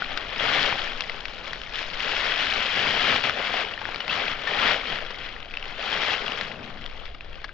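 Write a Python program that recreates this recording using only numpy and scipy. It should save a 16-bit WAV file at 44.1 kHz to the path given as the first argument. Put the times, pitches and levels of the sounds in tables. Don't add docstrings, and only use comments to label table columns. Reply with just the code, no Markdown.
import sys
import numpy as np
from scipy import signal
from scipy.fft import rfft, irfft, next_fast_len
from scipy.io import wavfile
from scipy.ndimage import map_coordinates

SR = 44100
rng = np.random.default_rng(int(sys.argv[2]) if len(sys.argv) > 2 else 0)


def dump(signal):
    limited = np.clip(np.atleast_2d(signal).T, -1, 1)
    pcm = np.round(limited * 32767).astype(np.int16)
    wavfile.write(sys.argv[1], SR, pcm)


N = 332073
TOP_HZ = 7650


def amp(db):
    return 10 ** (np.asarray(db) / 20)


def unit(pair):
    return pair / np.sqrt(np.mean(pair.mean(axis=0) ** 2) + 1e-20)


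def along(points, hz):
    point_hz, values = np.transpose(points)
    return np.interp(np.log(hz + 1), np.log(point_hz + 1), values)


def curves(rows):
    seconds, *columns = np.transpose(rows)
    t = np.arange(N) / SR
    return [np.interp(t, seconds, column) for column in columns]


def wobble(rate):
    knots = rng.standard_normal(int(N * rate / SR) + 4)
    return map_coordinates(knots, [np.arange(N) * rate / SR])


def coloured(x, points):
    m = 2 * next_fast_len(N // 2 + SR // 4)
    gain = amp(along(points, np.fft.rfftfreq(m, 1 / SR)))
    cepstrum = irfft(np.log(gain))
    cepstrum[1:m // 2] *= 2
    cepstrum[m // 2 + 1:] = 0
    return irfft(rfft(x, m) * np.exp(rfft(cepstrum)), m)[..., :N]


# frequency in Hz, left over right in dB, phase lead of the left in radians.
PORT_BALANCE = [(8, 7, 0), (28, 1, 0), (80, .5, 0), (180, 4, 0), (300, 6.8, -.1), (520, 8, -.2),
                (900, 8.3, -.45), (1300, 9, -.25), (1750, 8.7, .5), (2600, 7.3, .75), (3450, 9, .85),
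                (4500, 12, .3), (7700, 9, .5)]


def leftward(pair):
    m = next_fast_len(N + SR // 2)
    hz = np.fft.rfftfreq(m, 1 / SR)
    ports = np.array(PORT_BALANCE)
    left_over_right_db = along(ports[:, :2], hz)
    left_lead = along(ports[:, ::2], hz)
    shade = amp(-left_over_right_db) * np.exp(-1j * left_lead)
    right = irfft(rfft(pair[1], m) * shade, m)[:N]
    return np.array([pair[0], right])


def noise(width):
    mid, side = rng.standard_normal((2, N))
    return np.array([mid + width * side, mid - width * side])


def grains(density, spread_db, t60, lag_ms, pan_db):
    count = np.cumsum(density) / SR
    chance = rng.random((int(count[-1]), 7))
    when, pitch, size, life, lag, pan, phase = chance.T[:, :, None]
    start = np.searchsorted(count, when * count[-1])
    t = np.arange(SR // 125) / SR
    life = t60 * 2 ** (2 * life - 1)
    size = amp(spread_db * np.minimum(-np.log(1 - size), 4.5)) / np.sqrt(life)
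    fade = size * amp(-60 * t / life)
    pair = []
    for side in (-1, 1):
        late = t + side * (lag - .5) * lag_ms / 1000
        swing = np.sin(2 * np.pi * (pitch * TOP_HZ * late + phase))
        ring = amp(side * (pan - .5) * pan_db) * fade * swing
        samples = start + np.arange(len(t))
        pair.append(np.bincount(samples.ravel(), ring.ravel(), N)[:N])
    return unit(np.array(pair) / np.sqrt(density))


def bursts(rate, t60):
    kicks = (rng.random(N) < rate / SR) * rng.random(N) ** 2
    power = signal.lfilter([1], [1, -amp(-60 / (t60 * SR)) ** 2], kicks)
    return power / power.mean()


# time in seconds, level in dB.
BREEZE = [(0, -48.5), (.65, -44.5), (1.05, -48.5), (1.4, -46), (1.8, -47.5), (2.5, -47), (3.15, -49),
          (3.8, -51.5), (4.4, -50.5), (5.2, -47.5), (6.15, -47), (6.6, -54.5), (7, -41), (7.53, -43.5)]
# frequency in Hz, gain in dB.
AIR_COLOUR = [(5, -6), (14, 0.5), (25, -13), (42, -17.5), (60, -18.5), (80, -26), (200, -46.5),
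              (600, -77.5), (2000, -120)]
# frequency in Hz, gain in dB.
FOREST_COLOUR = [(70, -3), (350, -6.5), (520, -4), (720, -5), (1000, -28), (3200, -13.5), (4000, -15.5),
                 (7500, -53.5)]


def air():
    breeze_db, = curves(BREEZE)
    buffet_db = 1.2 * wobble(4.4)
    rumble = unit(leftward(coloured(noise(width=.31), AIR_COLOUR)))
    hush = unit(leftward(coloured(noise(width=0.22), FOREST_COLOUR)))
    return amp(breeze_db + 4.5 + buffet_db) * rumble + amp(-52) * hush


# time in seconds, crackle in dB.
STIR = [(0.0, -35.0), (0.89, -34.5), (1.31, -41.0), (1.49, -38.5), (1.7, -40.0), (1.98, -34.5),
        (3.61, -34.5), (3.74, -37.5), (4.38, -34.5), (5.03, -36.5), (5.47, -45.0), (5.73, -38.5),
        (6.39, -37.5), (6.63, -46.5), (7.04, -43.0), (7.14, -52.0), (7.37, -46.5), (7.53, -51.5)]
STIR_SCUFF_DB, STIR_WEIGHT_DB = -6.5, -15.5
STIR_FLUTTER_DB, STIR_FLUTTER_HZ = 1.01, 16
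# start in seconds, length in seconds, swell over the push in dB, crackle at its end in dB,
# scuff of the litter at its end in dB, weight on the soil at its end in dB.
STRIDES = [(0.36, 0.3, 3.0, -23.5, -31.0, -39.5), (0.66, 0.21, -2.5, -33.5, -40.5, -56),
           (1.73, 0.07, 3.0, -31.5, -47, -60.0), (1.95, 0.39, 5.5, -26.5, -36.5, -54),
           (2.34, 0.4, -1.5, -27.0, -43.5, -47.5), (2.68, 0.47, 5.0, -22.0, -31.5, -38.5),
           (3.23, 0.04, 1.0, -24.5, -34.5, -38.5), (3.32, 0.28, 4.5, -28.0, -34, -47),
           (4.07, 0.23, -2.5, -29.5, -39, -45.5), (4.43, 0.28, 12.5, -20.5, -28, -40.0),
           (4.83, 0.11, 0.5, -32.5, -43, -46.5), (5.17, 0.09, 2.0, -37.0, -52.0, -54),
           (5.75, 0.37, 7.5, -25.0, -32.5, -47.5), (6.12, 0.33, -1.0, -36.0, -41.5, -50),
           (6.38, 0.45, -3.5, -51.5, -49.0, -47)]
ATTACK_SHARE = .22
RELEASE_DB_PER_S = 143
PUSH_FLUTTER_DB, PUSH_FLUTTER_HZ = .55, 22.01


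def footwork():
    t = np.arange(N) / SR
    stir_db, = curves(STIR)
    stir_db = stir_db + STIR_FLUTTER_DB * wobble(STIR_FLUTTER_HZ)
    power = amp([stir_db, stir_db + STIR_SCUFF_DB, stir_db + STIR_WEIGHT_DB]) ** 2
    catch_db = PUSH_FLUTTER_DB * wobble(PUSH_FLUTTER_HZ)
    for start, length, swell_db, crackle_db, scuff_db, weight_db in STRIDES:
        age = t - start
        rise_db = swell_db * (np.clip(age / length, 0, 1) - 1)
        fall_db = RELEASE_DB_PER_S * np.maximum(age - length, 0)
        attack = np.clip(age / (ATTACK_SHARE * length), 0, 1)
        push = attack * amp(rise_db - fall_db + catch_db)
        power = power + np.outer(amp([crackle_db, scuff_db, weight_db]), push) ** 2
    return 10 * np.log10(power)


# frequency in Hz, gain in dB.
LEAF_COLOUR = [(150, -39), (500, -12.5), (900, -11.5), (1400, -2.5), (2200, 0.5), (2700, -0.5), (3350, 1),
               (3550, -4), (4200, -7), (5000, -12), (5600, -15.5), (6050, -24.5), (6800, -27),
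               (7500, -34.5), (9000, -63.5)]
# time in seconds, change of level in dB.
TREBLE = [(0, -2.5), (1.5, 3), (2.5, 0), (5, -2.5), (6.7, 1.5), (7.5, -3)]


def leaves(crackle_db):
    treble_db, = curves(TREBLE)
    push = amp(np.clip(crackle_db + 30, -14, 10))
    cracks = grains(3800 * push ** .5, spread_db=0.5, t60=0.0097, lag_ms=0.047, pan_db=2.5)
    ticks = grains(280 * push ** .3, spread_db=-1.0, t60=.0016, lag_ms=0.092, pan_db=8.5)
    share = np.clip(0.22 * push ** -.5, 0, .5)
    clumps = np.sqrt(1 - share + share * bursts(rate=130, t60=.028))
    rustle = clumps * (cracks + .4 * ticks + .7 * noise(width=.3))
    high_pass = signal.butter(2, 4000, "high", fs=SR, output="sos")
    treble = signal.sosfiltfilt(high_pass, rustle)
    rustle = rustle + (amp(treble_db) - 1) * treble
    return amp(crackle_db - 0.99) * unit(leftward(coloured(rustle, LEAF_COLOUR)))


# frequency in Hz, gain in dB.
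LITTER_COLOUR = [(60, -35.5), (200, -18), (360, -9), (410, -0.5), (490, -.5), (580, 1), (790, 0.5),
                 (950, -2.5), (1400, -0.5), (2000, -7), (3500, -13), (8000, -57.5)]


def litter(scuff_db):
    crunch = grains(np.full(N, 3000), spread_db=2.5, t60=0.011, lag_ms=0.19, pan_db=4.5)
    scuff = amp(1 * wobble(70)) * (crunch + noise(width=0.12))
    return amp(scuff_db + 1.56) * unit(leftward(coloured(scuff, LITTER_COLOUR)))


# frequency in Hz, gain in dB.
SOIL_COLOUR = [(40, -12), (85, -3.5), (170, -1.5), (205, 0), (245, 2.5), (320, -4), (450, -15.5),
               (1500, -49.5), (5000, -86.5)]


def ground(weight_db):
    murmur = unit(leftward(coloured(noise(width=0.14), SOIL_COLOUR)))
    return amp(weight_db - 1.0 + 1.0 * wobble(25)) * murmur


def snap(hz, edge_hz, t60, ring_db, splinter_db, splinter_t60):
    t = np.arange(SR // 20) / SR

    def fade(seconds):
        return amp(-60 * t / max(seconds, 1e-4))

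    ring = 0
    # ratio to the pitch, level in dB, ratio to t60
    for ratio, db, life in [(1, 7.0, 1), (0.44, -12.0, 0.75), (0.87, -12, 0.67)]:
        mode_hz = hz * ratio * rng.normal(1, 0.0092)
        ring = ring + amp(db) * np.sin(2 * np.pi * mode_hz * t) * fade(t60 * life)
    splinters = amp(splinter_db) * rng.laplace(size=(2, len(t))) * fade(splinter_t60)
    band = signal.butter(2, [hz / 3, edge_hz], "band", fs=SR)
    crack = signal.lfilter(*band, rng.standard_normal(len(t)) * fade(t60) + splinters)
    onset = 1 - np.exp(-t / 0.00015)
    pair = (amp(ring_db) * (hz / edge_hz) ** 2 * ring + crack) * onset
    return pair / np.linalg.norm(pair.mean(axis=0))


# start in seconds, rms over 10 ms in dB, pitch in Hz, upper edge of the crack in Hz,
# time to fall by 60 dB in seconds.
SNAPS = [(0.021, -25.5, 1450, 1900, 0.019), (0.174, -27, 1480, 5100, 0.019), (0.726, -25, 940, 2080, .009),
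         (1.007, -27, 2630, 5100, 0.016), (1.021, -34.5, 3280, 4140, 0.02), (1.096, -29, 2020, 3700, 0.014),
         (1.255, -31.5, 2550, 3700, 0.0047), (1.468, -37.5, 2260, 3300, 0.036),
         (1.532, -31.5, 1890, 4300, .016), (1.616, -36.5, 3080, 5100, 0.0082),
         (1.757, -31, 3170, 4860, .007), (2.121, -32, 2520, 3320, 0.0078),
         (3.296, -24.5, 1500, 3000, 0.0061), (3.613, -33.5, 2300, 3500, .02),
         (3.737, -33.5, 2730, 3540, 0.017), (3.777, -34.5, 1830, 2500, 0.019),
         (3.815, -31, 880, 2100, 0.035), (3.854, -30, 1720, 2520, 0.0062), (3.889, -32, 850, 1500, 0.014),
         (3.945, -31, 2240, 3600, 0.0059), (3.96, -33.5, 1230, 3600, 0.0058),
         (4.004, -28.5, 2980, 4120, 0.039), (4.079, -31, 2040, 3900, 0.015),
         (4.096, -26.5, 2680, 3420, 0.04), (4.281, -28, 2390, 3370, .009),
         (4.473, -24.5, 1810, 3340, 0.063), (5.105, -33, 1080, 2860, .04), (5.364, -39, 1830, 2500, .011),
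         (5.539, -34, 2520, 3370, 0.015), (5.572, -29.5, 2590, 3230, 0.0083),
         (5.627, -35.5, 2770, 3580, 0.0092), (5.928, -28.5, 3130, 4000, 0.025),
         (6.138, -27, 2650, 3700, 0.01), (6.263, -31, 3350, 4300, 0.036), (6.28, -29, 2800, 3720, .022),
         (6.32, -30.5, 2870, 3660, 0.008), (6.411, -29, 1400, 3800, 0.01), (6.516, -36, 1940, 3000, 0.012),
         (6.63, -44, 2440, 4080, 0.014), (6.841, -42, 3030, 3900, .013), (6.862, -38.5, 3500, 5200, .008),
         (7.147, -42, 1210, 2900, 0.032), (7.208, -39, 2520, 3420, .007), (7.443, -31.5, 1650, 3460, 0.034),
         (7.492, -39.5, 1580, 2600, 0.045)]
# frequency in Hz, gain in dB.
CRACK_COLOUR = [(100, -3), (450, -5.5), (1500, -1.5), (3400, -2), (3700, -0.5), (5500, -3), (6200, -16.5),
                (8000, -19.5)]


def twigs():
    out = np.zeros((2, N + SR))
    for start, db, hz, edge_hz, t60 in SNAPS:
        pair = snap(hz, edge_hz, t60, ring_db=-1, splinter_db=-22, splinter_t60=.04)
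        first = round(start * SR)
        out[:, first:first + pair.shape[1]] += amp(db) * np.sqrt(SR / 100) * pair
    return amp(6) * leftward(coloured(out[:, :N], CRACK_COLOUR))


def scene():
    crackle_db, scuff_db, weight_db = footwork()
    underfoot = leaves(crackle_db) + litter(scuff_db) + ground(weight_db)
    return air() + underfoot + twigs()


def record(dry):
    m = next_fast_len(N + SR // 2)
    hz = np.fft.rfftfreq(m, 1 / SR)
    return irfft(rfft(dry, m) / np.sqrt(1 + (hz / TOP_HZ) ** 120), m)[:, :N]


dry = scene()
out = record(dry)
dump(out)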